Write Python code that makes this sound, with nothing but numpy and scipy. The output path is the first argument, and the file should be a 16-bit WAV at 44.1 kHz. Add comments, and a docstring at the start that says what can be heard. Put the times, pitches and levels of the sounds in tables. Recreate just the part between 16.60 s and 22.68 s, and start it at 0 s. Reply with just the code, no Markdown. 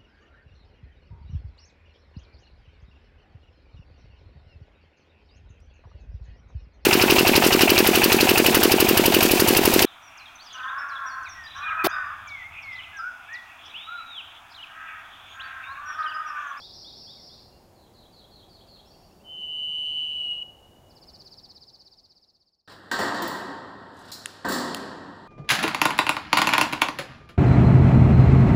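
"""Small birds twitter, slur and chirp deep in an echoing forest, over a low, distant rush that never stops.
At 2.6 s a thrush on a spruce top sings one long buzzy whistle: the two sides of its syrinx beat
against each other. At 4.3 s a nearer bird starts a fast dry trill. From 4.5 s everything fades out."""
import sys
import numpy as np
from scipy import signal
from scipy.fft import rfft, irfft
from scipy.io import wavfile

SR = 44100
rng = np.random.default_rng(int(sys.argv[2]) if len(sys.argv) > 2 else 0)


def unload_audio(sound):
    """Save the sound as a 16-bit wav file, at the path given as the first command line argument."""
    columns = np.transpose(np.atleast_2d(sound))
    # keep every value between -1 and 1, then stretch to whole-number steps
    steps = np.round(np.clip(columns, -1, 1) * 32767)
    wavfile.write(sys.argv[1], SR, steps.astype(np.int16))


N = 267951
TIME = np.arange(N) / SR


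def amp(db):
    """Decibels to gain."""
    return 10 ** (np.asarray(db) / 20)


def unit(x):
    """Scale to rms 1."""
    return x / np.sqrt(np.mean(abs(x) ** 2) + 1e-20)


def add(mix, start_s, sound):
    """Mix a sound in, cropped at both ends of the mix."""
    at = round(start_s * SR)
    sound = sound[max(-at, 0):]
    part = mix[max(at, 0):][:len(sound)]
    part += sound[:len(part)]


def phasor(hz):
    """Unit phasor following a pitch curve."""
    return np.exp(2j * np.pi * np.cumsum(hz) / SR)


def noise(spectrum):
    """Noise of rms 1, shaped by (freq_hz, density_db) points."""
    hz, db = np.transpose(spectrum)
    bins_hz = np.fft.rfftfreq(N, 1 / SR)
    gain = amp(np.interp(np.log(bins_hz + 1), np.log(hz + 1), db))
    return unit(irfft(rfft(rng.standard_normal(N)) * gain, N))


def waver(rate_hz, size=N):
    """Random drift of rms 1, rolled off above rate_hz."""
    bins_hz = np.fft.rfftfreq(size, 1 / SR)
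    return unit(irfft(rfft(rng.standard_normal(size)) / (1 + (bins_hz / rate_hz) ** 4), size))


def forest(x, wet_db, t60_s, build_s):
    """Direct sound plus echoes scattered from trunks, building up and dying away."""
    t = np.arange(int(1.5 * SR)) / SR
    taps = rng.standard_normal(len(t)) * (rng.random(len(t)) < .1)
    tail = taps * amp(-60 * t / t60_s) * (1 - np.exp(-t / build_s))
    return x + amp(wet_db) * signal.fftconvolve(x, tail / np.linalg.norm(tail))[:len(x)]


def echo(x, delay_s, level_db):
    """Direct sound plus one distinct reflection."""
    return x + amp(level_db) * np.pad(x, (round(delay_s * SR), 0))[:len(x)]


def glide(length_s, start_hz, middle_hz, end_hz, level_db, swell_db=0, quaver_hz=0):
    """Whistle bending through three pitches; quaver_hz is the depth of its random wobble."""
    u = np.linspace(0, 1, max(round(length_s * SR), 8))
    hz = np.polyval(np.polyfit([0, .5, 1], [start_hz, middle_hz, end_hz], 2), u)
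    hz += quaver_hz * waver(250, size=8192)[:len(u)]
    envelope = amp(level_db + swell_db * (u - .5)) * signal.windows.tukey(len(u), .4)
    return np.sqrt(2) * envelope * phasor(hz).real


def thrush(beat_start_hz=155.8, beat_sag_hz_per_s=10, beat_jitter_hz=5, jitter_hz=6.1, flutter_db=.5):
    """Two close syrinx voices beat; their coupling adds side tones and weak overtones."""
    # main voice: time_s, pitch_hz, level_db
    whistle = [(2.63, 3080, -76), (2.652, 3030, -54), (2.696, 3043, -42.5), (2.818, 3017, -33.5),
               (2.858, 3006, -35.5), (2.99, 3000, -31.5), (3.298, 2999, -28.5), (3.54, 2963, -30.5),
               (3.72, 2900, -29.5), (3.77, 2907, -32), (3.81, 2956, -36), (3.826, 2916, -29.5),
               (3.838, 2930, -43)]
    # side tones relative to the main voice: time_s, lower_voice_db, upper_combination_tone_db
    side_tones = [(2.63, -12.5, -30), (2.95, -6.5, -27), (3.12, -8.5, -22.5), (3.45, -9, -16.5),
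                  (3.72, -15.5, -18)]
    # syrinx turbulence: freq_hz, density_db
    rasp_spectrum = [(1500, -40), (2100, -18), (2450, 3), (2950, -8), (3400, -1.5), (3800, -3.5), (4250, 0),
                     (4800, -13.5), (5600, -24.5), (8000, -38.5)]
    attack_s, release_s = .011, .016
    second_db, third_db, rasp_db, full_effort_db = -42.5, -38, -32, -30
    time_s, pitch_hz, contour_db = np.transpose(whistle)
    side_s, *side_db = np.transpose(side_tones)
    lower_db, upper_db = (np.interp(TIME, side_s, db) for db in side_db)
    beat_hz = beat_start_hz - beat_sag_hz_per_s * (TIME - time_s[0])
    beat = phasor(beat_hz + beat_jitter_hz * waver(60))
    lower = amp(lower_db + 1.6 * waver(56))
    upper = amp(upper_db + 1.7 * waver(50))
    voices = 1 + lower / beat + upper * beat
    # mutual modulation: faint tones two beat rates away
    voices -= amp(-21) * lower / beat ** 2 + amp(upper_db - 15) * beat ** 2
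    carrier = phasor(np.interp(TIME, time_s, pitch_hz) + jitter_hz * waver(70))
    tone = carrier * voices / np.sqrt(1 + lower ** 2)
    attack = np.clip((TIME - time_s[0]) / attack_s, 0, 1)
    release = np.sin(np.pi / 2 * np.clip((time_s[-1] - TIME) / release_s + .25, 0, 1)) ** 2
    level_db = np.interp(TIME, time_s, contour_db) + flutter_db * waver(40)
    second = amp(second_db) * tone * carrier
    # third harmonic and rasp grow with effort; the beat swings one in pitch and pulses the other
    effort = amp(.5 * (level_db - full_effort_db))
    swing = np.exp(1.1j * beat.imag + .55j * waver(120))
    third = amp(third_db) * effort * tone * carrier ** 2 * swing / beat
    rasp = amp(rasp_db) * effort * abs(tone) * noise(rasp_spectrum)
    envelope = amp(level_db - .4) * attack * release
    song = envelope * (np.sqrt(2) * (tone + second + third).real + rasp)
    near_trees = forest(song, wet_db=-15.5, t60_s=.42, build_s=.03)
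    return forest(near_trees, wet_db=-23, t60_s=1.45, build_s=.05)


def trill(start_s=4.2903, period_s=.05905, slowing_s=.000092, count=30, throat_hz=(3980, 5850)):
    """Nearer bird: each syllable a falling whistle and two whip sweeps; a close echo adds flutter."""
    # strokes of one syllable: offset_s, length_s, start_hz, middle_hz, end_hz, level_db, swell_db
    strokes = [(-.002, .03, 5375, 5112, 4080, -5.5, 21), (.0252, 0.0074, 7270, 4910, 3710, -4, 16.5),
               (.0318, 0.006, 7050, 5030, 3590, -4.5, 17.5)]
    steady_db, soft_start_db, swell_s = -41.7, -16.5, .22
    song = np.zeros(N)
    for n in range(count):
        onset_s = start_s + n * period_s + slowing_s * n * (n - 1) / 2
        level_db = steady_db + soft_start_db * np.exp((start_s - onset_s) / swell_s)
        whistle_ratio, stretch, whip_ratio = 1 + np.array([.006, .015, .02]) * rng.standard_normal(3)
        force_db = level_db + .65 * rng.standard_normal(len(strokes))
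        for k, (offset_s, length_s, *bend_hz, db, swell_db) in enumerate(strokes):
            bend_hz = np.array(bend_hz) * (whip_ratio if k else whistle_ratio)
            stroke = glide(length_s * stretch, *bend_hz, force_db[k] + db, swell_db)
            add(song, onset_s + offset_s * stretch, stroke)
    # throat resonance passes the middle of each sweep
    song = signal.lfilter(*signal.butter(2, throat_hz, "bandpass", fs=SR), song)
    return forest(echo(song, delay_s=.0051, level_db=-6.5), wet_db=-10.5, t60_s=.73, build_s=.015)


def twitter(break_off_s=.78, preroll_s=.5):
    """Far bird, mostly echo: a repeated motif of a rising whistle under quavering glides."""
    # motif repeats: start_s, glides_db, whistle_db
    motifs = [(-.22, -50, -52), (.008, -48.5, -49.5), (.239, -48.5, -49.5), (.467, -51.5, -51.5),
              (.69, -56, -58)]
    # glides of one motif: offset_s, length_s, start_hz, middle_hz, end_hz, level_db
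    motif_glides = [(.025, 0.038, 5300, 4620, 4130, -3), (0.083, 0.027, 5900, 4740, 4080, 1),
                    (0.119, 0.024, 4760, 5460, 5800, -0.5), (0.141, .065, 5750, 5060, 4090, 0.5),
                    (.207, .025, 5400, 4600, 4130, 1.5)]
    whistle_s, whistle_hz = .06, (3300, 3560, 4020)
    preroll = round(preroll_s * SR)
    glides, whistles = np.zeros((2, N + preroll))
    for start_s, glides_db, whistle_db in motifs:
        whistle = glide(whistle_s, *whistle_hz, whistle_db, swell_db=5, quaver_hz=44.7)
        add(whistles, start_s + preroll_s, whistle)
        for offset_s, length_s, *bend_hz, db in motif_glides:
            bend_hz = np.array(bend_hz) * (1 + .01213 * rng.standard_normal())
            if start_s + offset_s < break_off_s:
                note = glide(length_s, *bend_hz, glides_db + db, quaver_hz=87)
                add(glides, start_s + offset_s + preroll_s, note)
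    glides = amp(-3) * forest(glides, wet_db=4.5, t60_s=.89, build_s=.01)
    whistles = forest(whistles, wet_db=0, t60_s=.52, build_s=.0074)
    return (glides + whistles)[preroll:]


def slurs():
    """Far bird: a swelling run of falling slurs, each ending in a rising chip; trees scatter the highs."""
    # run of slurs: start_s, level_db, pitch_ratio
    run = [(1.145, -62.5, 0.98), (1.334, -56.5, 0.97), (1.522, -53.5, 0.98), (1.708, -53.5, 0.98),
           (1.889, -54.5, 1.03), (2.072, -52, 1.01)]
    # fall of one slur: offset_s, pitch_hz, level_db
    contour = [(0, 5050, -6), (.006, 4736, -5), (.018, 4440, 0), (.045, 4220, -1.5), (.075, 4106, -2),
               (.092, 3735, -4.5), (.108, 3200, -5.5)]
    chip_offset_s, chip_length_s, chip_hz, chip_db = .117, .023, (3140, 3300, 3503), -5
    offset_s, pitch_hz, contour_db = np.transpose(contour)
    t = np.arange(0, offset_s[-1], 1 / SR)
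    fall_hz = np.interp(t, offset_s, pitch_hz)
    envelope = np.sqrt(2) * amp(np.interp(t, offset_s, contour_db)) * signal.windows.tukey(len(t), .06)
    falls, chips = np.zeros((2, N))
    for start_s, level_db, pitch_ratio in run:
        drift_hz = 45 * waver(26, size=16384) + 110 * waver(300, size=16384)
        tone = phasor(pitch_ratio * fall_hz + drift_hz[:len(t)]).real
        add(falls, start_s, amp(level_db - 5) * envelope * tone)
        chip = glide(chip_length_s, *chip_hz, level_db + chip_db, quaver_hz=70)
        add(chips, start_s + chip_offset_s, chip)
    reflected = echo(falls, delay_s=.04, level_db=-4)
    scattered = forest(reflected, wet_db=.5, t60_s=.55, build_s=.014) - falls
    scattered = signal.lfilter(*signal.butter(4, 3550, "highpass", fs=SR), scattered)
    return falls + scattered + forest(chips, wet_db=-3, t60_s=.68, build_s=.018)


def chirps(start_s=2.251, period_s=.13, count=3, first_db=-59.5, step_db=-5.5):
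    """Far pairs of rising chirps, high then low, dying away."""
    # one pair: offset_s, length_s, start_hz, middle_hz, end_hz, level_db
    pair = [(0, 0.051, 5060, 5440, 5780, -5.5), (0.05, .026, 4320, 4590, 4910, 0.5)]
    song = np.zeros(N)
    for k in range(count):
        for offset_s, *shape, db in pair:
            chirp = glide(*shape, first_db + k * step_db + db, quaver_hz=79.8)
            add(song, start_s + k * period_s + offset_s, chirp)
    return forest(song, wet_db=2.5, t60_s=.72, build_s=.011)


def peeps(run_start_s=2.075, period_s=.087, count=7, first_db=-74, step_db=.9):
    """Barely audible low notes: a few strays, then an even run of rising peeps."""
    # stray low notes: start_s, length_s, start_hz, middle_hz, end_hz, level_db
    strays = [(0.416, 0.042, 2840, 2670, 2486, -74), (.568, 0.049, 2408, 2098, 1957, -70),
              (.781, .034, 2980, 2500, 2020, -74), (0.911, 0.076, 2780, 2780, 2780, -72.5)]
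    peep_s, peep_hz = .028, (2600, 2740, 3000)
    song = np.zeros(N)
    for start_s, *shape in strays:
        add(song, start_s, glide(*shape, quaver_hz=35.16))
    for k in range(count):
        peep = glide(peep_s, *peep_hz, first_db + k * step_db, quaver_hz=35)
        add(song, run_start_s + k * period_s, peep)
    return forest(song, wet_db=-7, t60_s=.6, build_s=.034)


def background(rush_db=-56, hiss_db=-67.5, whine_db=-82.5, whine_hz=6816):
    """Low distant rush, microphone hiss and a thin electronic whine."""
    # forest rush: freq_hz, density_db
    rush_spectrum = [(15, -33), (25, -2.5), (91, 0), (123, -3), (234, -4), (290, -7.5), (366, -4),
                     (430, -8), (573, -6.5), (638, -7.5), (749, -6), (1350, -20.5), (1800, -25),
                     (2340, -48), (3960, -120)]
    hiss_spectrum = [(1000, -11.5), (1600, -2), (2000, 4), (3200, 4), (5000, 2), (8000, -1), (15000, -1.5)]
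    rush = amp(rush_db) * noise(rush_spectrum)
    hiss = amp(hiss_db) * noise(hiss_spectrum)
    whine = amp(whine_db) * np.sqrt(2) * phasor(whine_hz + 4 * waver(10)).real
    return rush + hiss + whine


def scene():
    """Birds over the background, mono."""
    birds = thrush() + twitter() + slurs() + chirps() + peeps() + trill()
    return (birds + background())[None]


def record(dry, fade_start_s=4.5, fade_end_s=6.37, cutoff_hz=15800):
    """Square-law fade-out, then a steep low-pass."""
    fade = np.clip((fade_end_s - TIME) / (fade_end_s - fade_start_s), 0, 1) ** 2
    lowpass = signal.firwin(511, cutoff_hz, window=("kaiser", 9), fs=SR)
    return signal.oaconvolve(dry * fade, lowpass[None], "same")


dry = scene()
out = record(dry)
unload_audio(out)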